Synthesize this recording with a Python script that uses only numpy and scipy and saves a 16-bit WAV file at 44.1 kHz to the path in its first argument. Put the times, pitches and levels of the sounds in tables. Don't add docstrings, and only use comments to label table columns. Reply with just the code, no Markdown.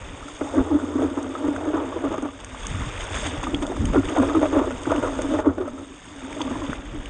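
import sys
import numpy as np
from scipy import signal
from scipy.io import wavfile
from scipy.ndimage import uniform_filter1d

SR = 44100
rng = np.random.default_rng(int(sys.argv[2]) if len(sys.argv) > 2 else 0)


def digitize_waveform(pressure):
    field = np.atleast_2d(pressure).T
    bounded = np.clip(field, -1, 1)
    quanta = np.round(bounded * 32767).astype(np.int16)
    wavfile.write(sys.argv[1], SR, quanta)


N = 312669
TIME = np.arange(N) / SR

# time_s, rumble_db
BREEZE = [(0.05, -44.5), (0.7, -56), (1.3, -54), (2.45, -47), (3.05, -38), (3.55, -44), (3.73, -49),
          (4.0, -46.5), (4.5, -42), (5.25, -41.5), (5.5, -50), (6.05, -57.5), (6.4, -49), (6.75, -42),
          (7.08, -40.5)]
# crest_s, length_s, rumble_db, buffet_db
GUSTS = [(0.605, 0.047, -33, -65), (1.03, 0.07, -43, -57), (2.13, 0.1, -50, -41), (2.61, 0.06, -38.5, -58),
         (2.734, 0.097, -41, -39), (2.8, 0.05, -32, -36), (2.867, 0.035, -37, -49),
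         (3.199, 0.17, -45, -45.5), (3.376, 0.028, -44, -40.5), (3.43, 0.07, -51, -54),
         (3.567, 0.35, -40, -43), (3.833, 0.091, -26, -30.5), (3.895, 0.057, -32, -35),
         (3.95, 0.06, -29, -39), (4.067, 0.031, -31, -43), (4.263, .05, -31, -63), (6.51, 0.43, -60, -45.5),
         (6.696, 0.035, -53, -33), (7.004, 0.026, -35, -43)]
# freq_hz, density_db (per Hz)
RUMBLE_COLOUR = [(18, -15), (28, -0.5), (50, 9), (75, -5), (95, 5.5), (120, -11), (170, -21.5)]
# freq_hz, density_db (per Hz)
BUFFET_COLOUR = [(70, -2), (110, 2.5), (150, 2), (220, 12.5), (400, -28), (800, -24)]
# centre_s, level_db, pitch_hz
THUMPS = [(2.606, -26, 41.8), (2.705, -25, 52), (2.751, -18.5, 86), (2.799, -19, 90), (2.825, -22, 62),
          (2.886, -27, 45), (3.155, -34, 49.8), (3.256, -22, 85), (3.383, -21, 121), (3.392, -23, 38),
          (3.45, -28, 45.17), (3.548, -21, 70.76), (3.808, -21, 75.6), (3.822, -19, 66),
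          (3.845, -17, 109.7), (3.867, -17, 69.76), (4.059, -24, 100.1), (7.004, -29, 59.92)]
# time_s, splatter_db, fizz_db
BREAKING_WATER = [(0.05, -47, -53), (0.36, -47.5, -48), (0.7, -50, -51), (2.1, -47, -54),
                  (2.36, -51.5, -56), (2.7, -41.5, -45.5), (3.08, -41, -48), (3.18, -37, -39),
                  (3.36, -40.5, -46), (3.6, -48.5, -50.5), (4.24, -42, -46.5), (4.75, -46, -49),
                  (5.4, -44, -46), (5.44, -58, -60), (5.85, -53, -55), (6.42, -45.5, -48.5),
                  (6.73, -43, -49.5), (6.79, -48, -55)]
# crest_s, length_s, level_db
SHOWERS = [(2.124, 0.018, -55), (2.401, 0.024, -55), (2.63, 0.013, -62), (3.008, 0.043, -48.5),
           (3.151, 0.048, -43), (3.243, .02, -45), (3.267, 0.025, -41.5), (3.44, 0.017, -45),
           (3.627, 0.014, -48), (3.772, 0.022, -55), (3.86, 0.012, -54), (4.092, 0.031, -50.5),
           (6.32, 0.015, -60)]
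# freq_hz, density_db (per Hz)
SPLATTER_COLOUR = [(400, -5.5), (700, -3), (1200, -1.5), (1800, -2.5), (2500, -5), (3300, -4.5),
                   (4200, -9.5)]
# freq_hz, density_db (per Hz)
FIZZ_COLOUR = [(3500, 11.5), (4600, 6), (5200, 5.5), (6000, -5), (7000, 2.5), (7800, 5), (8600, -8.5),
               (9300, -11.5)]
# start_s, level_db, plink_hz (where it settles), tick_db
DROPS = [(1.227, -41, 1400, 7), (1.562, -19, 1580, -20), (2.178, -35.5, 1300, -3), (2.222, -29, 1266, -1.5),
         (2.4449, -33, 1840, 0), (2.547, -24, 1190, -28), (2.6324, -29, 3390, -8),
         (2.6663, -31.5, 1550, 8.5), (2.7018, -30, 2010, -7), (2.9545, -29, 1950, -18),
         (2.977, -26, 2440, -16), (3.0063, -27, 3040, -17), (3.0395, -28, 1730, -6),
         (3.1628, -27.5, 1877, 0), (3.239, -28, 1700, -21), (3.261, -21, 1820, -27),
         (3.429, -21.5, 1310, -6), (3.5454, -15.5, 3320, -36), (3.6227, -32, 3560, -5),
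         (3.666, -31.5, 3600, -2), (3.7665, -20.5, 1256, -8.5), (3.8537, -25.5, 3083, -2.5),
         (4.0527, -28.5, 3460, -17), (4.0861, -24.5, 2950, -11), (4.092, -31, 1206, 1),
         (4.834, -36, 3453, -2), (4.856, -19.5, 1525, -35), (4.914, -29, 1500, -2),
         (4.9615, -24.5, 2940, -14), (5.2179, -27, 1293, 0), (6.3277, -25.5, 2360, -16),
         (6.4149, -19, 3430, -21), (6.418, -24.5, 4690, -16), (6.7187, -28, 1802, -20),
         (6.7308, -16, 1500, -12.5), (6.755, -31, 2710, -15), (7.058, -27, 3000, -15)]
# freq_hz, width_hz
BOARD_MODE = (87.4, 19)
# time_s, drone_db, gurgle_db
HULL_WASH = [(0.05, -51, -42), (0.36, -45, -43.5), (0.6, -32, -29.5), (1.04, -31.5, -34), (1.28, -35, -35),
             (1.72, -34, -29), (2.2, -42, -37), (2.36, -49.5, -45), (3.08, -49, -36), (3.66, -36, -37.5),
             (4.4, -34, -31.5), (4.82, -39, -36), (5.4, -31, -29), (5.425, -42, -31.5), (5.46, -35, -22.5),
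             (5.55, -40.5, -38), (5.66, -42, -40.5), (5.8, -37.5, -43.5), (6.02, -55, -55),
             (6.24, -40, -40), (6.62, -37, -34), (6.86, -46, -42.5)]
# freq_hz, width_hz, level_db
HULL_MODES = [(277, 13.2, 0.5), (335, 22, -14.5)]
# freq_hz, width_hz, level_db
SHELL_MODES = [(478, 57, -2), (620, 45, -3.5), (837, 49, -10), (920, 72, -10), (1174, 60, -9),
               (1285, 100, -7), (1430, 23, -11.5)]
# freq_hz, density_db (per Hz)
GURGLE_COLOUR = [(300, -2.5), (380, 1), (470, -6), (620, 3), (730, -47.5), (900, -4), (1050, -9.5),
                 (1250, -11), (1450, -20.5), (1700, -15), (2400, -27)]
# start_s, level_db, pitch_hz (before its climb), ring_t60_s
PLOPS = [(0.227, -24, 1240, 0.046), (0.282, -21, 1320, 0.04), (0.472, -16.5, 820, .04),
         (0.537, -11.5, 530, 0.13), (0.589, -21, 1430, 0.081), (0.713, -13, 830, .05),
         (1.02, -6.5, 612.6, 0.053), (1.244, -18, 1220, 0.024), (1.352, -11, 1251, 0.045),
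         (1.619, -15.5, 609, 0.087), (1.925, -17.5, 1110, 0.056), (2.143, -16, 1192, 0.046),
         (2.18, -17, 487, .023), (2.183, -11, 1180, 0.015), (2.287, -18.5, 1140, 0.03),
         (2.645, -19, 1100, 0.032), (2.83, -20, 1390, 0.035), (3.231, -11, 583, 0.03),
         (3.434, -9, 990, 0.024), (3.469, -8.5, 1193, 0.036), (3.47, -15.5, 962, 0.032),
         (3.677, -14, 612, 0.049), (3.719, -9.5, 670, 0.029), (3.962, -15.5, 1387, 0.084),
         (4.09, -16, 1210, 0.053), (4.104, -14, 602.5, 0.077), (4.15, -23, 592, 0.034),
         (4.225, -5, 533, 0.1), (4.297, -14, 1226, 0.052), (4.35, -10.5, 1240, 0.067),
         (4.415, -6, 557, 0.026), (4.429, -2.5, 620, 0.064), (4.456, -4, 590, 0.053),
         (4.526, -13, 815, 0.025), (4.564, -3, 550, 0.06), (4.707, -7, 610, 0.032),
         (4.708, -16.5, 1300, 0.031), (4.917, -1.5, 641, 0.061), (4.936, -16, 1415, 0.044),
         (4.983, -23, 1190, 0.043), (5.026, -8, 589, 0.062), (5.045, -15, 1320, .05),
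         (5.129, -16, 620, 0.045), (5.19, -14, 567, 0.03), (5.313, -9.5, 579, .035),
         (5.338, -5, 568, 0.041), (5.342, -19, 845, 0.066), (5.388, -8.5, 607, .07),
         (5.392, -12, 840.6, 0.056), (5.459, -14, 884, 0.041), (5.582, -16, 560.5, 0.049),
         (5.677, -14, 590, 0.052), (5.68, -19.5, 1287, 0.038), (5.779, -25, 1282, 0.053),
         (6.313, -22, 913, 0.03), (6.366, -19, 627, 0.08), (6.476, -18, 1160, 0.044),
         (6.555, -18, 983, 0.037), (6.651, -20, 986, 0.051), (6.406, -11, 930, 0.028),
         (6.619, -13, 1020, 0.029)]
# start_s, shell_db, knock_db
SMACKS = [(0.41, -20, -28), (1.483, -26, -9), (1.673, -32, -23), (2.041, -27, -22), (2.11, -30, -25),
          (2.181, -20, -22), (2.228, -25, -32), (3.433, -35, -30), (3.541, -24, -20), (3.624, -26, -21),
          (3.934, -16.5, -27), (3.962, -20, -29), (4.15, -24, -29), (4.222, -15.5, -28), (4.349, -23, -29),
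          (4.414, -22, -27), (4.526, -19, -22), (4.707, -18.5, -35), (4.871, -18.5, -21), (4.916, -19, -20),
          (4.951, -24, -21), (5.027, -18, -20), (5.189, -17.5, -24), (5.313, -32, -24), (5.388, -24, -20),
          (5.459, -24, -30), (5.582, -23, -20), (6.405, -29, -29)]
# crest_s, length_s, pocket_hz (before squeeze and sag), boom_db, splash_db
SLAPS = [(0.417, 0.0089, 287.3, -22.5, -25.5), (0.45, 0.014, 306, -30, -30),
         (0.551, 0.029, 299.6, -29.5, -35), (0.583, 0.029, 281.7, -13.5, -26.5),
         (0.607, 0.023, 262.6, -21.5, -31), (0.725, 0.036, 290.9, -18.5, -36),
         (0.753, 0.012, 289, -14.5, -47), (0.822, 0.037, 277, -28, -62), (0.959, 0.015, 278, -20, -34),
         (0.994, 0.031, 293.3, -24, -28), (1.038, 0.021, 298, -20, -31.5),
         (1.048, 0.034, 292.3, -24, -30.5), (1.179, 0.019, 278.4, -25, -28),
         (1.26, 0.017, 299.6, -47.5, -34.5), (1.308, 0.02, 294.3, -31, -50), (1.45, 0.069, 300, -25.5, -32),
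         (1.489, 0.0083, 300.5, -17.5, -32), (1.515, 0.024, 290.4, -24, -41),
         (1.681, 0.03, 291.6, -22, -33), (1.745, 0.015, 327.5, -19.5, -24.5),
         (1.771, 0.033, 324, -29.5, -28), (1.826, 0.028, 287, -26, -32), (1.967, 0.019, 332.5, -26.5, -30),
         (2.053, 0.035, 282.2, -23, -27), (2.116, 0.016, 319.4, -25.5, -27.5),
         (2.142, 0.024, 280, -38, -27), (2.184, 0.006, 335, -25.5, -33), (2.233, 0.014, 294, -23.5, -31),
         (2.256, 0.017, 295, -24.5, -29.5), (3.271, 0.028, 292, -31.5, -50), (3.345, 0.042, 301, -34, -38),
         (3.439, 0.025, 301, -36.5, -53), (3.492, 0.054, 287.5, -32.5, -41), (3.544, 0.02, 286.5, -22, -39),
         (3.631, 0.022, 291, -25.5, -28), (3.717, 0.07, 307, -45.5, -34.5), (3.779, 0.01, 285, -27, -43),
         (3.942, 0.016, 348, -43.5, -22), (3.962, 0.012, 360.5, -18, -19),
         (3.981, 0.025, 281.2, -14.5, -41), (4.123, 0.042, 318.3, -35, -31),
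         (4.172, 0.022, 319.8, -26, -19), (4.186, 0.018, 289, -20, -27), (4.204, 0.027, 271, -15.5, -25.5),
         (4.234, 0.019, 289.3, -25.5, -23.5), (4.3, 0.062, 305.2, -26.5, -29),
         (4.356, 0.018, 304.5, -16.5, -26), (4.374, 0.015, 295, -15.5, -32), (4.39, 0.014, 290.5, -21, -35),
         (4.429, 0.021, 292, -17.5, -24), (4.455, 0.016, 307.8, -26, -31), (4.538, 0.029, 295, -23, -23.5),
         (4.558, 0.018, 330, -29.5, -23.5), (4.571, 0.021, 288.5, -15.5, -22.5),
         (4.591, 0.023, 276, -20, -21.5), (4.617, 0.0073, 338.6, -17, -26), (4.636, 0.026, 328.6, -39, -27),
         (4.677, 0.016, 352, -26, -29), (4.875, 0.00995, 313.8, -18.5, -24.5),
         (4.907, 0.019, 299.3, -26, -22.5), (4.92, 0.011, 299, -28, -24),
         (4.956, 0.026, 296.2, -24.5, -28.5), (4.985, 0.017, 278, -19.5, -26),
         (5.034, 0.016, 298.4, -24.5, -22.5), (5.056, 0.046, 290.7, -34.5, -25),
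         (5.199, 0.042, 297, -34, -33), (5.253, 0.026, 290.7, -25.5, -34), (5.324, 0.017, 283.3, -23, -31),
         (5.348, 0.022, 292, -20.5, -25.5), (5.395, 0.018, 300, -23, -30), (5.464, 0.012, 329, -22.5, -32),
         (5.476, 0.019, 287, -11.5, -31.5), (5.499, 0.016, 275, -23, -34),
         (5.583, 0.012, 297.6, -29, -28.5), (5.612, 0.031, 362.3, -25.5, -29.5),
         (5.659, 0.018, 278.7, -31.5, -34), (5.788, 0.045, 282, -39, -42.5), (5.825, 0.015, 281, -36, -52),
         (6.375, 0.025, 290.8, -36, -41), (6.413, 0.015, 292, -27, -29), (6.466, 0.036, 261.5, -31.5, -36),
         (6.515, 0.015, 267.8, -23.5, -31), (6.57, 0.022, 266, -27.5, -49), (6.629, 0.028, 300, -31, -47),
         (6.698, 0.029, 270.3, -30.5, -38), (6.949, 0.017, 304, -31.5, -58),
         (6.973, 0.014, 292, -32.5, -59)]
# freq_hz, width_hz, gain_db
CASE_WALL = [(3545, 680, 10), (4100, 646, -23), (6496, 680, 14.5), (8685, 860, 14.5)]

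CUTOFF_HZ = 9400
SWELL_SHARE = 0.414
SLOSH_T60_S, DRONE_T60_S, THRUM_T60_S = 0.11, 0.089, 0.35


def from_db(db):
    return 10 ** (np.asarray(db) / 20)


def rms_one(x):
    return x / np.sqrt(np.mean(x ** 2) + 1e-20)


def in_time(rows):
    times, *columns = np.transpose(rows)
    return [np.interp(TIME, times, column) for column in columns]


def at_hz(points, hz):
    freqs, levels = np.transpose(points)
    return np.interp(np.log(hz), np.log(freqs), levels)


def drift(rate_hz):
    r = np.exp(-80 * np.pi * rate_hz / SR)
    noise = rng.standard_normal(N // 40 + 2002)
    slow = signal.lfilter([1], [1, -2 * r, r * r], noise)[2000:]
    return np.interp(np.arange(N) / 40, np.arange(len(slow)), rms_one(slow))


def resonate(x, hz, width_hz):
    r = np.exp(-np.pi * width_hz / SR)
    top = np.array([1, 0, -1]) * (1 - r * r) / 2
    return signal.lfilter(top, [1, -2 * r * np.cos(2 * np.pi * hz / SR), r * r], x + 1e-18)


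def band(x, low_hz, high_hz):
    return signal.sosfilt(signal.butter(2, [low_hz, high_hz], "band", fs=SR, output="sos"), x)


def steady(x, span_s):
    size = max(int(span_s * SR), 2)
    power = uniform_filter1d(uniform_filter1d(x * x, size), size)
    return x / np.sqrt(np.abs(power) + 1e-6 * np.mean(x * x))


def add(track, start_s, sound):
    room = track[int(start_s * SR):][:len(sound)]
    room += sound[:len(room)]


def clicks(per_s, spread_db):
    born = rng.random(N) < per_s / SR
    size = from_db(spread_db * np.minimum(rng.exponential(1, N), 4))
    return born * size * np.sign(rng.standard_normal(N))


def colour(sources, spectrum, patchy_db, flicker_hz, count):
    edges = np.geomspace(spectrum[0][0], spectrum[-1][0], count + 1)
    out = 0
    for k, (low, high) in enumerate(zip(edges, edges[1:])):
        gain = from_db(at_hz(spectrum, np.sqrt(low * high)) + patchy_db * drift(flicker_hz))
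        out = out + gain * band(sources[k % len(sources)], low, high)
    return rms_one(out)


def bubbles(births, spectrum, cycles, count):
    dealt, out = rng.integers(0, count, N), 0
    for k, hz in enumerate(np.geomspace(spectrum[0][0], spectrum[-1][0], count)):
        width_hz = np.log(1000) / np.pi * hz / cycles
        ringing = resonate(births * (dealt == k), hz, width_hz)
        out = out + from_db(at_hz(spectrum, hz)) * np.sqrt(hz) * rms_one(ringing)
    return rms_one(out)


def bubble(hz, t60_s, rise):
    t = np.arange(int(t60_s * SR) + 2) / SR
    onset = 1 - np.exp(-2 * hz * t)
    return from_db(-60 * t / t60_s) * onset * np.sin(2 * np.pi * hz * t * (1 + rise * t / t60_s))


def lone_bubbles(low_hz, high_hz, count):
    out = np.zeros(N)
    for when, size, strength, life in rng.random((count, 4)):
        hz = low_hz * (high_hz / low_hz) ** size
        chirp = bubble(hz, (18 + 26 * life) / hz, rise=0.13)
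        add(out, when * TIME[-1], from_db(-12 * strength - 4 * size) * chirp)
    return rms_one(out)


def surge(t, length_s, swell_shape=1.83, fade_shape=1.33):
    length_s = max(length_s, 0.006)
    early = np.abs(t) / (SWELL_SHARE * length_s)
    late = np.abs(t) / ((1 - SWELL_SHARE) * length_s)
    return 0.5 ** np.where(t < 0, early ** swell_shape, late ** fade_shape)


def surges(times, lengths, levels_db):
    power = np.zeros(N)
    for s, length_s, level_db in zip(times, lengths, levels_db):
        near = slice(*np.searchsorted(TIME, [s - 2 * length_s, s + 2 * length_s]))
        power[near] += (from_db(level_db) * surge(TIME[near] - s, length_s)) ** 2
    return np.sqrt(power)


def lingering(strength, t60_s):
    keep = from_db(-60 / (t60_s * SR)) ** 2
    return np.sqrt(signal.lfilter([1 - keep], [1, -keep], strength ** 2 + 1e-18))


def louder(level_db, strength):
    return 10 * np.log10(from_db(level_db) ** 2 + strength ** 2)


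def wind_levels(calm_buffet_db=-56.0, buffet_follows=0.25):
    breeze_db, = in_time(BREEZE)
    times, lengths, rumble_db, buffet_db = np.transpose(GUSTS)
    eddies_db = calm_buffet_db + buffet_follows * (breeze_db - breeze_db.mean())
    rumble = louder(breeze_db, surges(times, lengths, rumble_db))
    return rumble, louder(eddies_db, surges(times, lengths, buffet_db))


def wind(rumble_db, buffet_db, rumble_trim_db=4.5, buffet_trim_db=4.5):
    rumble = colour(rng.standard_normal((2, N)), RUMBLE_COLOUR, patchy_db=8.0, flicker_hz=13, count=8)
    buffet = colour(rng.standard_normal((2, N)), BUFFET_COLOUR, patchy_db=2.5, flicker_hz=24, count=7)
    air = from_db(rumble_db + rumble_trim_db) * steady(rumble, span_s=0.055)
    air = air + from_db(buffet_db + buffet_trim_db) * steady(buffet, span_s=0.032)
    return air * from_db(1.6 * drift(11))


def thumps(cycles=0.81):
    out, t = np.zeros(N), np.arange(-SR // 20, SR // 20) / SR
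    for s, level_db, hz in THUMPS:
        add(out, s + t[0], from_db(level_db) * surge(t, cycles / hz) * np.sin(2 * np.pi * hz * t))
    return out


def spray_levels(splash, thrown_db=-23.0, shower_db=9.0, shower_fizz_db=-5.5):
    splatter_db, fizz_db = in_time(BREAKING_WATER)
    showers = from_db(shower_db) * surges(*np.transpose(SHOWERS))
    falling = np.hypot(showers, from_db(thrown_db) * splash)
    return louder(splatter_db, falling), louder(fizz_db, from_db(shower_fizz_db) * falling)


def spray(splatter_db, fizz_db, splatter_trim_db=2.5, fizz_trim_db=-2.0, hiss_share=0.95, spit_db=-18.5):
    clumps = from_db(2.0 * drift(25))
    patter = bubbles(clicks(per_s=9000 * clumps, spread_db=3.6), SPLATTER_COLOUR, cycles=16, count=26)
    patter = steady(band(patter, 350, 4300), span_s=0.05) + 0.42 * lone_bubbles(750, 2800, count=560)
    spits = from_db(spit_db) * rms_one(clicks(per_s=45, spread_db=4.0))
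    foam = []
    for _ in range(2):
        bursts = rms_one(clicks(per_s=4000 * clumps, spread_db=8.5))
        foam.append(bursts + hiss_share * rng.standard_normal(N) + spits)
    fizz = colour(foam, FIZZ_COLOUR, patchy_db=2.5, flicker_hz=77, count=10)
    return from_db(splatter_db + splatter_trim_db) * patter + from_db(fizz_db + fizz_trim_db) * fizz


def drops(plink_db=3.5, tick_db=-5.5, tap_db=-8.5, plink_s=0.0017, tick_s=0.0027,
          climb=0.48, climb_s=0.0005, twin_db=-17.0):
    out, crackle = np.zeros(N), rms_one(band(clicks(per_s=5500, spread_db=9.5), 2800, 8000))
    t = np.arange(SR // 30) / SR
    for s, level_db, hz, bright_db in DROPS:
        tap = band(1.0 * (t == 0), 0.55 * hz, 1.2 * hz)
        turn = 2 * np.pi * np.cumsum(hz * (1 - climb * np.exp(-t / climb_s))) / SR
        twin = from_db(twin_db) * np.exp(-t / (2 * plink_s)) * np.sin(1.34 * turn)
        plink = from_db(plink_db) * (np.exp(-t / plink_s) * np.sin(turn) + twin)
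        grain = np.roll(crackle, -int(s * SR))[:len(t)]
        tick = from_db(tick_db + bright_db) * np.exp(-t / tick_s) * grain
        spreading = 1 - np.exp(-t / 0.00042)
        landing = from_db(tap_db) * tap / tap.max() + spreading * (plink + tick)
        add(out, s, from_db(level_db) * landing)
    return out


def board_flex(level_db, flex_trim_db=-9.5):
    thrum = band(resonate(rng.standard_normal(N), *BOARD_MODE), 71.4, 99.0)
    return from_db(level_db + flex_trim_db) * steady(thrum, span_s=0.19)


def hull_drone(level_db, drone_trim_db=3.0, wander=0.05, wander_hz=9):
    knocks = clicks(per_s=80, spread_db=2.0)
    ringing = sum(from_db(db) * resonate(knocks, hz, width_hz) for hz, width_hz, db in HULL_MODES)
    read_at = np.cumsum(1 + wander * drift(wander_hz)) % N
    ringing = np.interp(read_at, np.arange(N), ringing)
    return from_db(level_db + drone_trim_db) * steady(band(ringing, 231.0, 470), span_s=0.16)


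def gurgle(level_db, splash, wash_db=-3.0, splash_db=-0.8):
    births = clicks(per_s=1500, spread_db=2.2)
    blows = clicks(per_s=600, spread_db=1.2)
    shell = 0
    for hz, width_hz, db in SHELL_MODES:
        shell = shell + from_db(db) * rms_one(resonate(blows * rng.standard_normal(N), hz, width_hz))
    water = bubbles(births, GURGLE_COLOUR, cycles=36, count=32) + rms_one(shell)
    water = water + 0.6 * lone_bubbles(400, 1500, count=640)
    water = steady(band(water, 280, 1570), span_s=0.028)
    wash = from_db(level_db + wash_db + 1.0 * drift(25))
    return water * np.hypot(wash, from_db(splash_db) * splash)


def plops(plop_trim_db=-8.0, slosh_db=-17.0):
    out, slosh = np.zeros(N), rms_one(band(rng.standard_normal(N), 400, 1400))
    for s, level_db, hz, t60_s in PLOPS:
        note = bubble(hz, max(t60_s, 0.01), rise=0.059)
        age = np.arange(len(note))
        burst = from_db(slosh_db - 40 * age / len(note)) * slosh[int(s * SR) + age]
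        add(out, s, from_db(level_db + plop_trim_db) * (note + burst))
    return out


def smacks(knock_trim_db=-5.0, crack_db=-12.0, crack_s=0.0031, knock_t60_s=0.066):
    out, t = np.zeros(N), np.arange(SR // 8) / SR
    crackle = rms_one(band(rng.standard_normal(N), 500, 1720))
    hz, width_hz, mode_db = np.transpose(SHELL_MODES)[:, :, None]
    chances = rng.standard_normal((len(SMACKS), 3, len(SHELL_MODES), 1))
    for (s, shell_db, hollow_db), chance in zip(SMACKS, chances):
        strengths = from_db(mode_db + 3.0 * chance[0]) * np.sign(chance[1])
        tones = np.sin(2 * np.pi * hz * (1 + 0.03 * chance[2]) * t)
        shell = np.sum(strengths * np.exp(-np.pi * width_hz * t) * tones, axis=0)
        grain = crackle[int(s * SR):][:len(t)]
        crack = from_db(crack_db) * np.tanh(t / 0.00027) * np.exp(-t / crack_s) * grain
        note = HULL_MODES[0][0] * (1 + 0.46 * np.exp(-t / 0.0052))
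        fading = from_db(hollow_db + knock_trim_db - 60 * t / knock_t60_s)
        knock = fading * np.sin(2 * np.pi * np.cumsum(note) / SR)
        add(out, s, from_db(shell_db) * (shell / np.abs(shell).max() + crack) + knock)
    return out


def slaps(boom_trim_db=2.0, sag=0.045, sag_s=0.0088, squeeze=0.22, forming_s=0.00402,
          waver=0.03512, twin_db=-16.0, twin_ratio=1.32):
    times, lengths, _, _, splash_db = np.transpose(SLAPS)
    weight, pitch = np.full(N, 1e-12), np.full(N, 1e-12 * HULL_MODES[0][0])
    for s, length_s, hz, level_db, _ in SLAPS:
        near = slice(max(int((s - 0.1) * SR), 0), int((s + 0.15) * SR))
        t = TIME[near] - s
        forming = (1 - np.tanh((t + SWELL_SHARE * length_s) / forming_s)) / 2
        push = (from_db(level_db) * surge(t, length_s)) ** 2
        weight[near] += push
        pitch[near] += push * hz * (1 + squeeze * forming - sag * np.tanh(t / sag_s))
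    turn = 2 * np.pi * np.cumsum(pitch / weight * (1 + waver * drift(47.2))) / SR
    twin = from_db(twin_db + 4.4 * drift(5.6)) * np.sin(twin_ratio * turn + 1.52 * drift(14))
    boom = from_db(boom_trim_db) * np.sqrt(2 * weight) * (np.sin(turn) + twin)
    return boom, surges(times, lengths, splash_db)


def scene(ring_on_db=-4.0, slosh_on_db=-1.0, thrum_on_db=-6.0, calm_thrum_db=-1.5):
    boom, splash = slaps()
    air = wind(*wind_levels()) + thumps()
    falling_water = spray(*spray_levels(splash)) + drops()
    drone_db, gurgle_db = in_time(HULL_WASH)
    thrum = board_flex(louder(drone_db + calm_thrum_db, from_db(thrum_on_db) * lingering(boom, THRUM_T60_S)))
    after_boom = np.maximum(lingering(boom, DRONE_T60_S) - np.abs(signal.hilbert(boom)), 0)
    drone = hull_drone(louder(drone_db, from_db(ring_on_db) * after_boom))
    slosh = from_db(slosh_on_db) * lingering(splash, SLOSH_T60_S)
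    water = gurgle(louder(gurgle_db, slosh), splash)
    under_nose = thrum + drone + water + plops() + smacks() + band(boom, 180, 1500)
    return (air + falling_water + under_nose)[None]


def record(dry):
    for hz, width_hz, gain_db in CASE_WALL:
        w, lift = 2 * np.pi * hz / SR, from_db(gain_db / 2)
        damp = np.sin(w) * width_hz / (2 * hz)
        zeros = [1 + damp * lift, -2 * np.cos(w), 1 - damp * lift]
        poles = [1 + damp / lift, -2 * np.cos(w), 1 - damp / lift]
        dry = signal.lfilter(zeros, poles, dry)
    return signal.sosfilt(signal.ellip(10, 0.3, 70, CUTOFF_HZ, fs=SR, output="sos"), dry)


dry = scene()
out = record(dry)
digitize_waveform(out)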